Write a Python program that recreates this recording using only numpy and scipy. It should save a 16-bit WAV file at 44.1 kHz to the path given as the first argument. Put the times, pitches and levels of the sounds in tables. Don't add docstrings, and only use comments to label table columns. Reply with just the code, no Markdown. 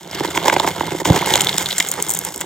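import sys
import numpy as np
from scipy import signal
from scipy.fft import rfft, irfft
from scipy.io import wavfile
from scipy.ndimage import uniform_filter1d

SR = 44100
rng = np.random.default_rng(int(sys.argv[2]) if len(sys.argv) > 2 else 0)


def unload_audio(sound):
    columns = np.transpose(np.atleast_2d(sound))
    steps = np.round(np.clip(columns, -1, 1) * 32767)
    wavfile.write(sys.argv[1], SR, steps.astype(np.int16))


N = 108045

BOOM_NOTES = [(166.3, 0.084, -11.5), (351, 0.022, 1), (467, 0.01, 3)]
WALL_NOTES = [(622.5, 0.021, -6), (874, 0.017, -0.5), (970, 0.016, -6)]
# pitch in Hz, rough width in Hz, level in dB.
PIECE_BANDS = [(1412, 576, 4.5), (2112, 134, 5.5), (3314, 1110, 6.5), (4200, 920, -10.5)]
CRUMB_BANDS = [(5576, 484, 3), (7040, 1700, 0), (7790, 1530, -7), (8830, 2250, -2), (12300, 5200, -3),
               (13860, 950, -9)]
BEND_S = 0.003026


def knocks():
    # start in seconds, levels of boom, wall, clack and crack in dB, wall pitch in Hz.
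    hits = [(0.2062, -15, -15.5, -38, -38, 810), (0.2476, -21, -20, -23, -28, 890),
            (0.2835, -23.5, -26, -27, -41, 770), (0.35, -38, -26, -19, -29, 920),
            (0.3748, -18.5, -11, -10, -17.5, 944), (0.4435, -44, -13.5, -28, -41, 845),
            (0.459, -29.5, -18, -23, -39, 850), (0.4805, -22, -3, -14, -10.5, 877),
            (0.498, -30, -10.5, -8, -21, 965), (0.526, -19.5, -7, -15.5, -31, 860),
            (0.539, -25, -19, -17, -21, 960), (0.564, -16.5, -5, -10.5, -27, 776),
            (0.5989, -23, -6.5, -17.5, -18, 932), (0.645, -17, -8.5, -19, -31, 1000),
            (0.675, -20, -10, -15, -25, 844), (0.8078, -16.5, -8.5, -16, -29, 900),
            (0.9185, -19.5, -17, -24, -28, 860), (0.947, -19.5, -26, -50, -44, 785),
            (1.0151, -18.5, -22.5, -46, -47, 840), (1.0538, -25, -10.5, -14.5, -15, 957),
            (1.1417, -18, -10, -25, -41, 875), (1.1599, -34, -16.5, -21, -18, 864),
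            (1.3368, -27, -11.5, -33, -12.5, 872), (1.3555, -27, -8, -13, -11.5, 818),
            (1.5811, -27.5, -20.5, -18, -11.5, 930), (1.8, -27.5, -31, -17, -8, 1010),
            (1.8043, -38, -20.5, -30.5, -16, 1070), (1.9931, -27.5, -24, -38, -38, 760),
            (2.411, -47, -27, -23.5, -22.5, 930), (2.416, -34, -29, -23, -24.5, 870)]
    # pitch in Hz, fade time in seconds, level in dB.
    clack_notes = [(1550, 0.0086, -0.5), (2040, 0.006, -1), (2530, 0.0034, 1)]
    # pitch in Hz, rough width in Hz, level in dB.
    snap_bands = [(3390, 1000, 12.5), (5620, 1500, 7), (6940, 1500, 5), (13600, 14000, -3)]
    cracks, ripples = np.zeros((2, N)), np.zeros((2, N))
    for start, boom_db, wall_db, clack_db, crack_db, wall_hz in hits:
        snap = resonate(crack(low_hz=1750, fade_s=0.0091), snap_bands)
        add(cracks, start, pan(undb(crack_db + 2.5) * snap))
        spot_notes = [(hz * wall_hz / WALL_NOTES[1][0], fade_s, db) for hz, fade_s, db in WALL_NOTES]
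        for notes, db in (BOOM_NOTES, boom_db + 6), (spot_notes, wall_db + 1.5), (clack_notes, clack_db + 2.5):
            strike(ripples, start - .0007, notes, undb(db), detune=.04, scatter_db=1)
    return cracks + through_plastic(ripples)


def thud():
    # pitch in Hz, fade time in seconds, level in dB.
    bowl_notes = [(87, 0.059, -11), (121, 0.039, 4.5), (156, 0.063, -4.5), (271, 0.0283, -1),
                  (466, 0.011, -0.5), (794, 0.015, -8.5)]
    out = np.zeros((2, N))
    for hz, fade_s, db in bowl_notes:
        add(out, start=1.098, sound=2 * undb(db + 6) * ring(hz, fade_s, rise_cycles=0.78))
    return through_plastic(out)


def clinks():
    # start in seconds, pitch in Hz, ring level in dB, crack level in dB.
    hits = [(0.1125, 5100, -27, -25), (0.148, 5050, -24, -21), (0.2769, 3950, -23, -25),
            (0.3172, 2920, -30, -32), (0.5979, 3630, -9, -13.5), (0.6872, 3360, -30, -12.5),
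            (1.0709, 6870, -21.5, -29), (1.198, 3060, -20, -36), (1.2175, 2180, -20, -17.5),
            (1.26, 3130, -24, -9.5), (1.3381, 3360, -3, -6.5), (1.3558, 3540, -6.5, -3.5),
            (1.3667, 7430, -19, -28), (1.4069, 3100, -7.5, -5.5), (1.409, 6800, -14, -9),
            (1.417, 7550, -15.5, -9), (1.4456, 3320, -27, -10.5), (1.47, 3610, -7, -16),
            (1.4927, 3640, -7, -17), (1.5288, 3470, -14.5, -39), (1.5804, 7500, -13, -7.5),
            (1.659, 3670, -12, -17), (1.6668, 3580, -16, -27), (1.707, 3830, -15, -24),
            (1.71, 3400, -14, -17), (1.7192, 3920, -19, -22), (1.728, 3570, -15, -20),
            (1.7817, 7430, -10.5, -10), (1.787, 7570, -22, -12), (1.8045, 2020, -12, -26),
            (1.825, 3370, -21, -14)]
    ring_s, crack_s, chatter_delay_s = 0.0088, .007, 0.00098
    out = np.zeros((2, N))
    for start, hz, ring_db, crack_db in hits:
        notes = [(hz, ring_s, 0), (hz * 1.104, ring_s * 0.85, -7), (hz * 3.3, ring_s / 2, -28)]
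        strike(out, start, notes, undb(ring_db + 1.5), detune=0.01, scatter_db=-0.5)
        add(out, start, pan(undb(crack_db - 1) * crack(low_hz=1880, fade_s=crack_s)))
        chatter = resonate(crack(low_hz=2800, fade_s=crack_s), [(hz, hz * 0.36, 0)])
        add(out, start + chatter_delay_s, pan(3 * undb(ring_db - 2) * chatter))
    return out


def stream():
    # time in seconds, levels of rattle, pieces and crumbs in dB.
    flow = [(0, -43, -47, -50.5), (.1, -35.5, -42.5, -50.5), (0.158, -30.5, -29.5, -40),
            (.3, -32.5, -35, -40.5), (.42, -28, -30.5, -40.5), (.55, -30.5, -32.5, -40),
            (.74, -29.5, -34.5, -41), (.9, -26, -33, -41.5), (.97, -35, -37.5, -41), (1.08, -19, -28, -35),
            (1.2, -23, -27.5, -36), (1.252, -24.5, -30, -42), (1.37, -23.5, -25.5, -33),
            (1.5, -27.5, -30, -36), (1.62, -29, -32, -35), (1.75, -36, -33, -35.5), (1.9, -35, -34, -39),
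            (2.05, -33.5, -35, -38.5), (2.2, -33.5, -36.5, -40.5), (2.34, -38.5, -41.5, -40.5),
            (2.45, -32, -40, -46.5)]
    times, *levels = np.array(flow).T
    t = np.arange(N) / SR
    contacts = crunch(per_s=520, spread_db=4.5)
    drumming = undb(1.5) * rattle(per_s=420, spread_db=2.2)
    pieces = undb(2) * steady(resonate(contacts, PIECE_BANDS))
    crumbs = undb(5.5) * steady(resonate(contacts, CRUMB_BANDS))
    layers = drumming, pieces, crumbs
    pour = sum(layer * undb(np.interp(t, times, db)) for layer, db in zip(layers, levels))
    stall_db = -18 * np.exp(-((t - 1.036) / 0.017) ** 2)
    return undb(stall_db) * pour


def rattle(per_s, spread_db):
    # pitch in Hz, fade time in seconds, level in dB.
    flex_notes = [(79.6, 0.12, -13), (120.8, 0.14, -14.5), (164.4, 0.11, -9.5)]
    notes = flex_notes + [(hz, fade_s, db + 1) for hz, fade_s, db in BOOM_NOTES] + WALL_NOTES
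    out = np.zeros((2, N))
    for when, size in rng.random((int(per_s * N / SR), 2)):
        gain = undb(spread_db * min(-np.log(1 - size), 3.5))
        strike(out, when * N / SR, notes, gain, detune=0.098, scatter_db=5.0, bend_s=BEND_S)
    return steady(out)


def crunch(per_s, spread_db):
    grains = np.zeros((2, N))
    for when, size in rng.random((int(per_s * N / SR), 2)):
        gain = undb(spread_db * min(-np.log(1 - size), 4))
        add(grains, when * N / SR, pan(gain * crack(low_hz=300, fade_s=.0055)))
    dust = undb(-5) * rng.standard_normal(N)
    return steady(grains) + dust


def slides():
    # start in seconds, length in seconds, scrape level in dB, grit level in dB.
    rushes = [(0.231, 0.027, -23.5, -30), (0.346, 0.028, -23, -24.5), (0.45, 0.04, -17, -24.5),
              (0.52, 0.026, -22.5, -25), (0.627, 0.027, -23.5, -33), (0.662, 0.035, -22.5, -25),
              (0.999, 0.019, -24, -29.5), (1.045, 0.039, -32, -24), (1.148, 0.035, -17, -23.5),
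              (1.257, 0.085, -24, -22.5), (1.588, 0.043, -28, -26), (1.975, 0.034, -26.5, -46),
              (2.249, 0.045, -28.5, -30)]
    # pitch in Hz, rough width in Hz, level in dB.
    scrape_bands = [(389, 385, -2), (891, 210, 2)]
    attack_s, release_s = .003, .012
    contacts = crunch(per_s=900, spread_db=3.5)
    scrape = steady(resonate(contacts, scrape_bands))
    pieces = steady(resonate(contacts, PIECE_BANDS))
    crumbs = steady(resonate(contacts, CRUMB_BANDS))
    grit = steady(pieces + undb(0.5) * crumbs)
    t, out = np.arange(N) / SR, 0
    for start, length, scrape_db, grit_db in rushes:
        rise = np.clip((t - start) / attack_s, 0, 1)
        fall = np.clip((start + length - t) / release_s + .5, 0, 1)
        out = out + rise * fall * (undb(scrape_db) * scrape + undb(grit_db) * grit)
    return out


def chips():
    # start in seconds, level in dB.
    landings = [(1.8711, -21), (1.887, -10), (1.8935, -18), (1.902, -22), (1.9148, -8), (1.937, -22),
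                (2.0239, -7.5), (2.0855, -15), (2.0933, -11), (2.103, -6.5), (2.1105, -12.5), (2.1192, -14),
                (2.137, -13), (2.1472, -14), (2.15, -14), (2.172, -16), (2.189, -11.5), (2.2432, -25),
                (2.249, -12.5), (2.3598, -15), (2.3774, -23), (2.4057, -18), (2.4105, -14.5)]
    # pitch in Hz, rough width in Hz, level in dB.
    chip_bands = [(6950, 300, 0.5), (8020, 2300, 2.5), (14400, 8900, -0.5)]
    out = np.zeros((2, N))
    for start, db in landings:
        tick = crack(low_hz=2800, fade_s=0.0057)
        add(out, start, pan(undb(db) * (tick / 2 + 2 * resonate(tick, chip_bands))))
    return out


def strike(out, start, notes, gain, detune, scatter_db, bend_s=0):
    for (hz, fade_s, db), (pitch_luck, level_luck) in zip(notes, rng.standard_normal((len(notes), 2))):
        note = ring(hz * np.exp(detune * pitch_luck), fade_s)
        level = 2 * gain * undb(db + scatter_db * level_luck)
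        add(out, start + bend_s * np.sqrt(1000 / hz), pan(level * note))


def ring(hz, fade_s, rise_cycles=0.63):
    t, decay = fade(fade_s)
    rise = 1 - np.exp(-t * hz / rise_cycles)
    return np.sin(2 * np.pi * min(hz, SR * .45) * t) * decay * rise


def crack(low_hz, fade_s, rise_s=0.00091):
    t, decay = fade(fade_s)
    noise = rng.standard_normal(len(t)) + .33 * rng.standard_normal((2, len(t)))
    burst = noise * decay * (1 - np.exp(-(t / rise_s) ** 2))
    return 3.02 * signal.sosfilt(signal.butter(2, low_hz, "high", fs=SR, output="sos"), burst)


def through_plastic(sound, on_time_hz=5000):
    hz = np.fft.rfftfreq(2 * N, 1 / SR)
    lag_cycles = BEND_S * (2 * np.sqrt(1000 * hz) - hz * np.sqrt(1000 / on_time_hz))
    return shape(sound, np.exp(-2j * np.pi * lag_cycles))


def resonate(sound, bands):
    out = 0
    for hz, width, db in bands:
        b, a = signal.iirpeak(min(hz, SR * .45), hz / (1.287 * width), fs=SR)
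        out = out + undb(db) * signal.lfilter(b, a, signal.lfilter(b, a, sound))
    return out


def steady(sound):
    return sound / np.sqrt(uniform_filter1d(np.mean(sound ** 2, axis=0), size=3600) + 1e-12)


def pan(sound):
    return sound * undb(.6 * rng.standard_normal() * np.array([[1], [-1]]))


def fade(fade_s):
    t = np.arange(int(fade_s * SR)) / SR
    return t, np.exp(-np.log(1000) * t / fade_s)


def add(out, start, sound):
    i = int(np.clip(start * SR, 0, N - 1))
    out[..., i:i + sound.shape[-1]] += sound[..., :N - i]


def undb(db):
    return 10 ** (np.asarray(db) / 20)


def along(points, hz):
    pitches, values = np.array(points, float).T
    return np.interp(np.log(hz + 1), np.log(pitches), values)


def shape(sound, response):
    return irfft(rfft(sound, 2 * N) * response)[:, :N]


def direct_path(hz):
    # frequency in Hz, left level minus right level in dB.
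    balance = [(60, 1), (110, -0.5), (200, -2), (380, -2), (700, -9.5), (1290, -4), (2380, 0), (4400, -2.5),
               (8120, 0.5), (15000, -0.5)]
    # frequency in Hz, how far the left side leads in radians.
    lead = [(30, 0), (100, -.15), (250, -.35), (600, -.4), (1100, .4), (2200, .1), (4200, 1.2), (5500, 1.0),
            (7200, .55), (9000, 2.3), (12000, 4.2), (14000, 6.1), (16000, 6.5)]
    sides = np.array([[.5], [-.5]])
    lean = undb(along(balance, hz) * sides)
    lean /= np.sqrt(np.mean(lean ** 2, axis=0))
    return lean * np.exp(1j * along(lead, hz) * sides)


def room_echo(hz, fade_s):
    t, decay = fade(fade_s)
    tail = rng.standard_normal((2, len(t))) * decay * (1 - np.exp(-t / 0.001))
    tail /= np.sqrt(np.sum(tail ** 2) / 2)
    echo = rfft(tail, 2 * N)
    apart = np.clip(hz / 1200, 0, 1)
    return apart * echo + np.sqrt(1 - apart ** 2) * echo[0]


def scene():
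    chalk = knocks() + thud() + clinks() + chips() + stream() + slides()
    hz = np.fft.rfftfreq(2 * N, 1 / SR)
    return shape(chalk, direct_path(hz) + undb(-16) * room_echo(hz, fade_s=.2))


def record(dry):
    # frequency in Hz, gain in dB.
    mic_tone = [(25, -47), (60, -6), (150, -3.5), (225, -4), (400, 2), (900, 1), (1250, -1.5), (2100, 6),
                (2600, -2.5), (3400, -0.5), (4600, -1), (7500, 2.5), (9000, 4), (10300, 5), (12000, 0),
                (15500, -8)]
    hz = np.fft.rfftfreq(2 * N, 1 / SR)
    coloured = shape(dry, undb(along(mic_tone, hz)))
    treble_cut = signal.ellip(8, .2, 70, 16200, fs=SR, output="sos")
    return signal.sosfilt(treble_cut, np.clip(coloured, -1, 1))


dry = scene()
out = record(dry)
unload_audio(out)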